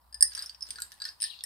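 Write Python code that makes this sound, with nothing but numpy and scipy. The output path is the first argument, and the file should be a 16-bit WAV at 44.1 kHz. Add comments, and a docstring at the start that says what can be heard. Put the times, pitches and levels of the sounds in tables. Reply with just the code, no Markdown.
"""Lace bobbins on a pillow

Wooden bobbins are shuffled close by in a small quiet room, over a low hum and faint room noise.
Each knock is a dry contact tick plus three bending modes of both sticks; other ticks are noise bands.
A hand brushes the pillow; near the end a thread is drawn tight, rubbing and squeaking."""
import sys
import numpy as np
from scipy import signal
from scipy.fft import rfft, irfft
from scipy.io import wavfile
from scipy.ndimage import uniform_filter1d

SR = 44100
rng = np.random.default_rng(int(sys.argv[2]) if len(sys.argv) > 2 else 0)


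def master_out(mix):
    """Clip the mix to full scale and print it as 16-bit PCM to the path in sys.argv[1]."""
    frames = np.transpose(np.atleast_2d(mix))
    ceiling = np.clip(frames, -1, 1)
    pcm = np.round(ceiling * 32767).astype(np.int16)
    wavfile.write(sys.argv[1], SR, pcm)


N = 63945
TIME = np.arange(N) / SR
TOUCH_TIME = TIME[:N // 12]
CONTACT_RISE_S = 0.00041

# bobbins sliding on the pillow: (time [s], level [dB])
SLIDE_LEVEL = [(.1, -77.5), (.31, -58), (.385, -47), (.59, -71), (.68, -58.5), (.77, -60), (.98, -67.5),
               (1.06, -50.5), (1.16, -69.5)]


def from_db(db):
    """Decibels to gain."""
    return 10 ** (np.asarray(db) / 20)


def level(rows):
    """Gain over time from (time [s], level [dB]) points."""
    return from_db(np.interp(TIME, *np.transpose(rows)))


def envelope(t, t60_s, rise_s=CONTACT_RISE_S):
    """Smooth onset, exponential decay."""
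    return (1 - np.exp(-(t / rise_s) ** 2)) * from_db(-60 * t / t60_s)


def panned(db):
    """Stereo gains for a left-right level difference."""
    gains = from_db(np.array([[db], [-db]]) / 2)
    return gains / np.sqrt(np.mean(gains ** 2))


def noise(colour, correlation):
    """Coloured stereo noise, rms 1."""
    hz, db = np.transpose(colour)
    bin_hz = np.arange(N + 1) * SR / (2 * N)
    gain = from_db(np.interp(np.log(bin_hz + 1), np.log(hz), db))
    mid, side = irfft(rfft(rng.standard_normal((2, 2 * N))) * gain)[:, :N]
    x = np.sqrt(1 + correlation) * mid + np.sqrt(1 - correlation) * np.array([side, -side])
    return x / x.std()


def burst(source, t60_s):
    """A random stretch of noise, struck and dying away."""
    start = rng.integers(N - len(TOUCH_TIME))
    return source[:, start:start + len(TOUCH_TIME)] * envelope(TOUCH_TIME, t60_s)


def add(out, at_s, sound):
    """Mix a sound in at a given time."""
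    i = int(np.clip(at_s * SR, 0, N - 1))
    out[:, i:i + sound.shape[1]] += sound[:, :N - i]


def background(hum_hz=61.5, air_db=-66.5):
    """Low swelling hum and steady room noise."""
    # hum: (time [s], level [dB])
    hum_level = [(0, -70.5), (.2, -58.5), (.42, -70.5), (.82, -65), (.95, -76.5)]
    # room noise: (frequency [Hz], relative density [dB])
    air_colour = [(20, -18.5), (70, 5.5), (170, -4), (400, -14.5), (1000, 3), (1500, -10.5), (4800, -46.5),
                  (7000, -24), (15000, -14)]
    hum = np.sqrt(2) * level(hum_level) * np.sin(2 * np.pi * hum_hz * TIME)
    return hum * panned(db=1.5) + from_db(air_db) * noise(air_colour, correlation=0.14)


def room(x, gain_db=-4.5):
    """Dense, short-lived reflections, different at each side."""
    t = TIME[:N // 2]
    tail = rng.standard_normal((2, len(t))) * envelope(t, t60_s=0.18, rise_s=0.0022)
    tail /= np.sqrt(np.sum(tail ** 2) / 2)
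    return from_db(gain_db) * signal.fftconvolve(x.mean(axis=0)[None], tail, axes=1)[:, :N]


def hand():
    """A hand brushes the pillow: soft, low noise."""
    # brushing: (time [s], level [dB])
    brush_level = [(.62, -93.5), (.68, -61), (.79, -65.5), (.95, -74.5)]
    # brushing: (frequency [Hz], relative density [dB])
    brush_colour = [(150, -6.5), (700, -13), (2000, -16.5)]
    return level(brush_level) * noise(brush_colour, correlation=0.5)


def sliding(rough_db=4.0):
    """Grainy rustle of bobbins moving over the pillow."""
    # rustle: (frequency [Hz], relative density [dB])
    slide_colour = [(500, -19), (1600, 1), (2300, -6), (4900, 1), (6700, -17.5), (8800, 0), (10500, -10),
                    (16000, -16.5)]
    grain = uniform_filter1d(rng.standard_normal(N), size=100)
    grain = from_db(rough_db * grain / grain.std())
    grain /= np.sqrt(np.mean(grain ** 2))
    return level(SLIDE_LEVEL) * noise(slide_colour, correlation=0.15) * grain


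def mode(hz, t60_s, lead_rad):
    """One decaying bending mode; the left side leads by about lead_rad."""
    phase = rng.uniform(0, 2 * np.pi) + np.array([[1], [-1]]) * (lead_rad + .5 * rng.standard_normal()) / 2
    return np.sin(2 * np.pi * hz * TOUCH_TIME + phase) * envelope(TOUCH_TIME, t60_s)


def stick(hz, first_db, second_db, third_db):
    """Three bending modes of a bobbin, the second at hz."""
    third_hz = 8985 * (hz / 5128) ** 0.68   # rises more slowly than the second
    return (from_db(first_db - 0.5) * mode(0.351 * hz, t60_s=0.11, lead_rad=1.46)
            + from_db(second_db + 0.5) * mode(hz, t60_s=0.028, lead_rad=1.0)
            + from_db(third_db + 3) * mode(third_hz, t60_s=0.019, lead_rad=1.26))


def rolling(taps_per_s=210, low_hz=3957, high_hz=5440):
    """Faint random taps of neighbouring bobbins, following the sliding level."""
    out = np.zeros((2, N))
    for when, pitch, strength in rng.random((int(taps_per_s * N / SR), 3)):
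        tap = stick(low_hz + pitch * (high_hz - low_hz), first_db=-6.5, second_db=5, third_db=-2.5)
        add(out, when * N / SR, strength * tap)
    return out * level(SLIDE_LEVEL)


def thread():
    """A tightening thread rubs and breaks into short, unsteady gliding squeaks."""
    # rubbing: (time [s], level [dB])
    rub_level = [(1.19, -94), (1.24, -40), (1.29, -49.5), (1.345, -52), (1.45, -65.5)]
    # rubbing: (frequency [Hz], relative density [dB])
    rub_colour = [(1400, -40), (2900, -6.5), (4050, 4), (4600, 0.5), (6200, -21.5)]
    # squeaks: (time [s], length [s], start pitch [Hz], end pitch [Hz], level [dB])
    squeaks = [(1.280, 0.014, 2820, 3800, -46), (1.299, 0.0086, 4080, 4005, -35.5),
               (1.304, 0.021, 3810, 2710, -44), (1.33, 0.0186, 2895, 2605, -47)]
    out = level(rub_level) * noise(rub_colour, correlation=0.81)
    for at_s, length_s, start_hz, end_hz, db in squeaks:
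        progress = np.linspace(0, 1, int(length_s * SR))
        waver = uniform_filter1d(rng.standard_normal(N), size=40)[:len(progress)]
        hz = start_hz * (end_hz / start_hz) ** progress * (1 + 0.26 * waver)
        squeak = np.sin(np.pi * progress) * np.sin(2 * np.pi * np.cumsum(hz) / SR)
        add(out, at_s, from_db(db) * squeak[None])
    return out * panned(db=13.5)


def dry_ticks(half_width_oct=0.18):
    """Short, dry bobbin ticks, each a narrow band of noise."""
    # ticks: (time [s], band centre [Hz], level [dB])
    ticks = [(0.3324, 5600, -39.5), (0.3683, 5560, -37), (.4298, 5094, -41.5), (0.6676, 5100, -42.5),
             (0.927, 3760, -46.5), (.9402, 9300, -47.5), (1.04, 4600, -32.5), (1.07, 4500, -39.5),
             (1.079, 4500, -35), (1.3893, 4020, -40.5), (1.4073, 3920, -36)]
    out = np.zeros((2, N))
    for at_s, hz, db in ticks:
        edges_hz = hz * 2 ** (half_width_oct * np.array([-1, 1]))
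        white = rng.standard_normal((2, N)) + rng.standard_normal(N)
        band = signal.lfilter(*signal.butter(2, edges_hz, "band", fs=SR), white)
        add(out, at_s, from_db(db) * burst(band / band.std(), t60_s=0.021))
    return out


def bobbins():
    """Each knock: a contact tick, two ringing sticks and one quick rebound, slightly off pitch."""
    # knocks: (time [s], pitch [Hz], other stick's pitch [Hz], relative levels of modes 1, 2, 3 [dB],
    # of dull tick [dB], of bright tick [dB], left-right [dB])
    knocks = [ (0.1261, 4880, 5100, -60.5, -43.5, -44, -66, -62, 3),
              (0.1439, 4996, 4997, -51.5, -32.5, -33.5, -56, -47, 7),
              (0.2080, 5184, 4950, -43.5, -24.5, -15, -54, -31, -1),
              (0.2252, 5314, 4938, -30.5, -11.5, -3.5, -46, -16, -2.5),
              (0.3189, 4660, 4716, -52.5, -32, -64, -59, -69, 1),
              (0.3500, 5100, 5520, -55.5, -29, -31.5, -43.5, -38, -3),
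              (0.3769, 4657, 4750, -45, -28, -33.5, -46, -52, 3.5),
              (0.3915, 4850, 4006, -61, -27, -41.5, -56, -40, -1),
              (0.4230, 5240, 4850, -69, -28.5, -33.5, -63, -39.5, -1),
              (0.4598, 5380, 5260, -66, -31.5, -40.5, -59, -44.5, 2.5),
              (0.4944, 4670, 4970, -86.5, -32.5, -46.5, -47, -51.5, -5.5),
              (0.5465, 5120, 5130, -68, -40.5, -69.5, -57.5, -70, 3.5),
              (0.6077, 5160, 5650, -85, -37.5, -47, -66, -62.5, -5),
              (0.6223, 5190, 4905, -75, -29.5, -47, -58, -66, -4),
              (0.6255, 5277, 5470, -85, -25, -37, -75, -53, -9),
              (0.6882, 4835, 4940, -83, -53, -41.5, -52, -57, 2),
              (0.7057, 4810, 5390, -82, -34.5, -27.5, -38, -39, -3.5),
              (0.7576, 4595, 5060, -48.5, -37, -44, -53, -59, 0.5),
              (0.785, 4087, 4607, -40, -41, -56, -51, -66, -1),
              (0.802, 4180, 5030, -58, -49, -39, -50, -37, 1),
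              (0.8196, 4680, 3923, -47.5, -31.5, -26.5, -46, -26.5, -0.5),
              (0.9186, 4930, 5160, -50.5, -49, -55, -47.5, -42, -1.5),
              (1.0014, 4697, 3986, -53, -39, -50.5, -60, -54, 0.5),
              (1.0188, 4740, 4030, -42.5, -24.5, -37.5, -52, -47, 0),
              (1.0522, 5154, 4263, -39, -26.5, -38, -43, -40.5, -1.5),
              (1.0884, 4763, 5147, -47.5, -30, -61.5, -56, -51, -3),
              (1.2023, 5294, 5295, -61, -39, -38.5, -49.5, -52.5, 13),
              (1.2107, 5180, 5330, -66.5, -43, -29, -48.5, -63, 5),
              (1.2196, 5100, 5215, -49, -25, -21.5, -42, -30, -4.5),
              (1.2277, 5315, 4440, -49, -28.5, -22.5, -39, -38, 1),
              (1.239, 5047, 5353, -38.5, -24, -22, -42, -44, -1.5),
              (1.4375, 5340, 5100, -44.5, -32, -26.5, -45.5, -29.5, -2)]
    # dull contact noise: (frequency [Hz], relative density [dB])
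    dull_colour = [(400, -39), (1500, -11.5), (3000, 6.5), (5800, 7.5), (7000, -5), (16000, -20.5)]
    # bright contact noise: (frequency [Hz], relative density [dB])
    bright_colour = [(3000, -30), (6900, -4), (8300, -3.5), (11500, 4), (14800, -10), (16000, -22.5)]
    # pillow thud: (frequency [Hz], relative density [dB])
    thud_colour = [(220, -3), (420, -27.5)]
    tick_t60_s, other_stick_db = 0.011, -5
    rebound_s, rebound_db, rebound_detune = 0.003, -8.5, 0.04
    thud_at_s, thud_db = 0.2254, -54.5   # only the hardest knock thuds
    out = np.zeros((2, N))
    dull, bright = noise(dull_colour, correlation=0.1), noise(bright_colour, correlation=0)
    add(out, thud_at_s, from_db(thud_db) * burst(noise(thud_colour, correlation=0.4), t60_s=0.096))
    for at_s, hz, other_hz, *modes_db, dull_db, bright_db, pan_db in knocks:
        pan = panned(pan_db)
        tick = from_db(dull_db + 10) * dull + from_db(bright_db + 1.5) * bright
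        ring = stick(hz, *modes_db) + from_db(other_stick_db) * stick(other_hz, *modes_db)
        add(out, at_s, pan * (ring + burst(tick, tick_t60_s)))
        rebound_hz = (hz + other_hz) / 2 * (1 + rebound_detune * rng.standard_normal())
        rebound = stick(rebound_hz, *modes_db) + burst(tick, tick_t60_s)
        add(out, at_s + rebound_s * (.5 + rng.random()), pan * from_db(rebound_db) * rebound)
    return out


def scene():
    """Bobbins, thread and hand in the room, over the background."""
    quiet = background()
    work = bobbins() + dry_ticks() + thread() + sliding() + hand() + rolling()
    return work + room(work) + quiet


def record(dry):
    """Clip at full scale, then low-pass steeply."""
    lowpass = signal.cheby2(16, rs=75, Wn=16400, fs=SR, output="sos")
    return signal.sosfilt(lowpass, np.clip(dry, -1, 1))


dry = scene()
out = record(dry)
master_out(out)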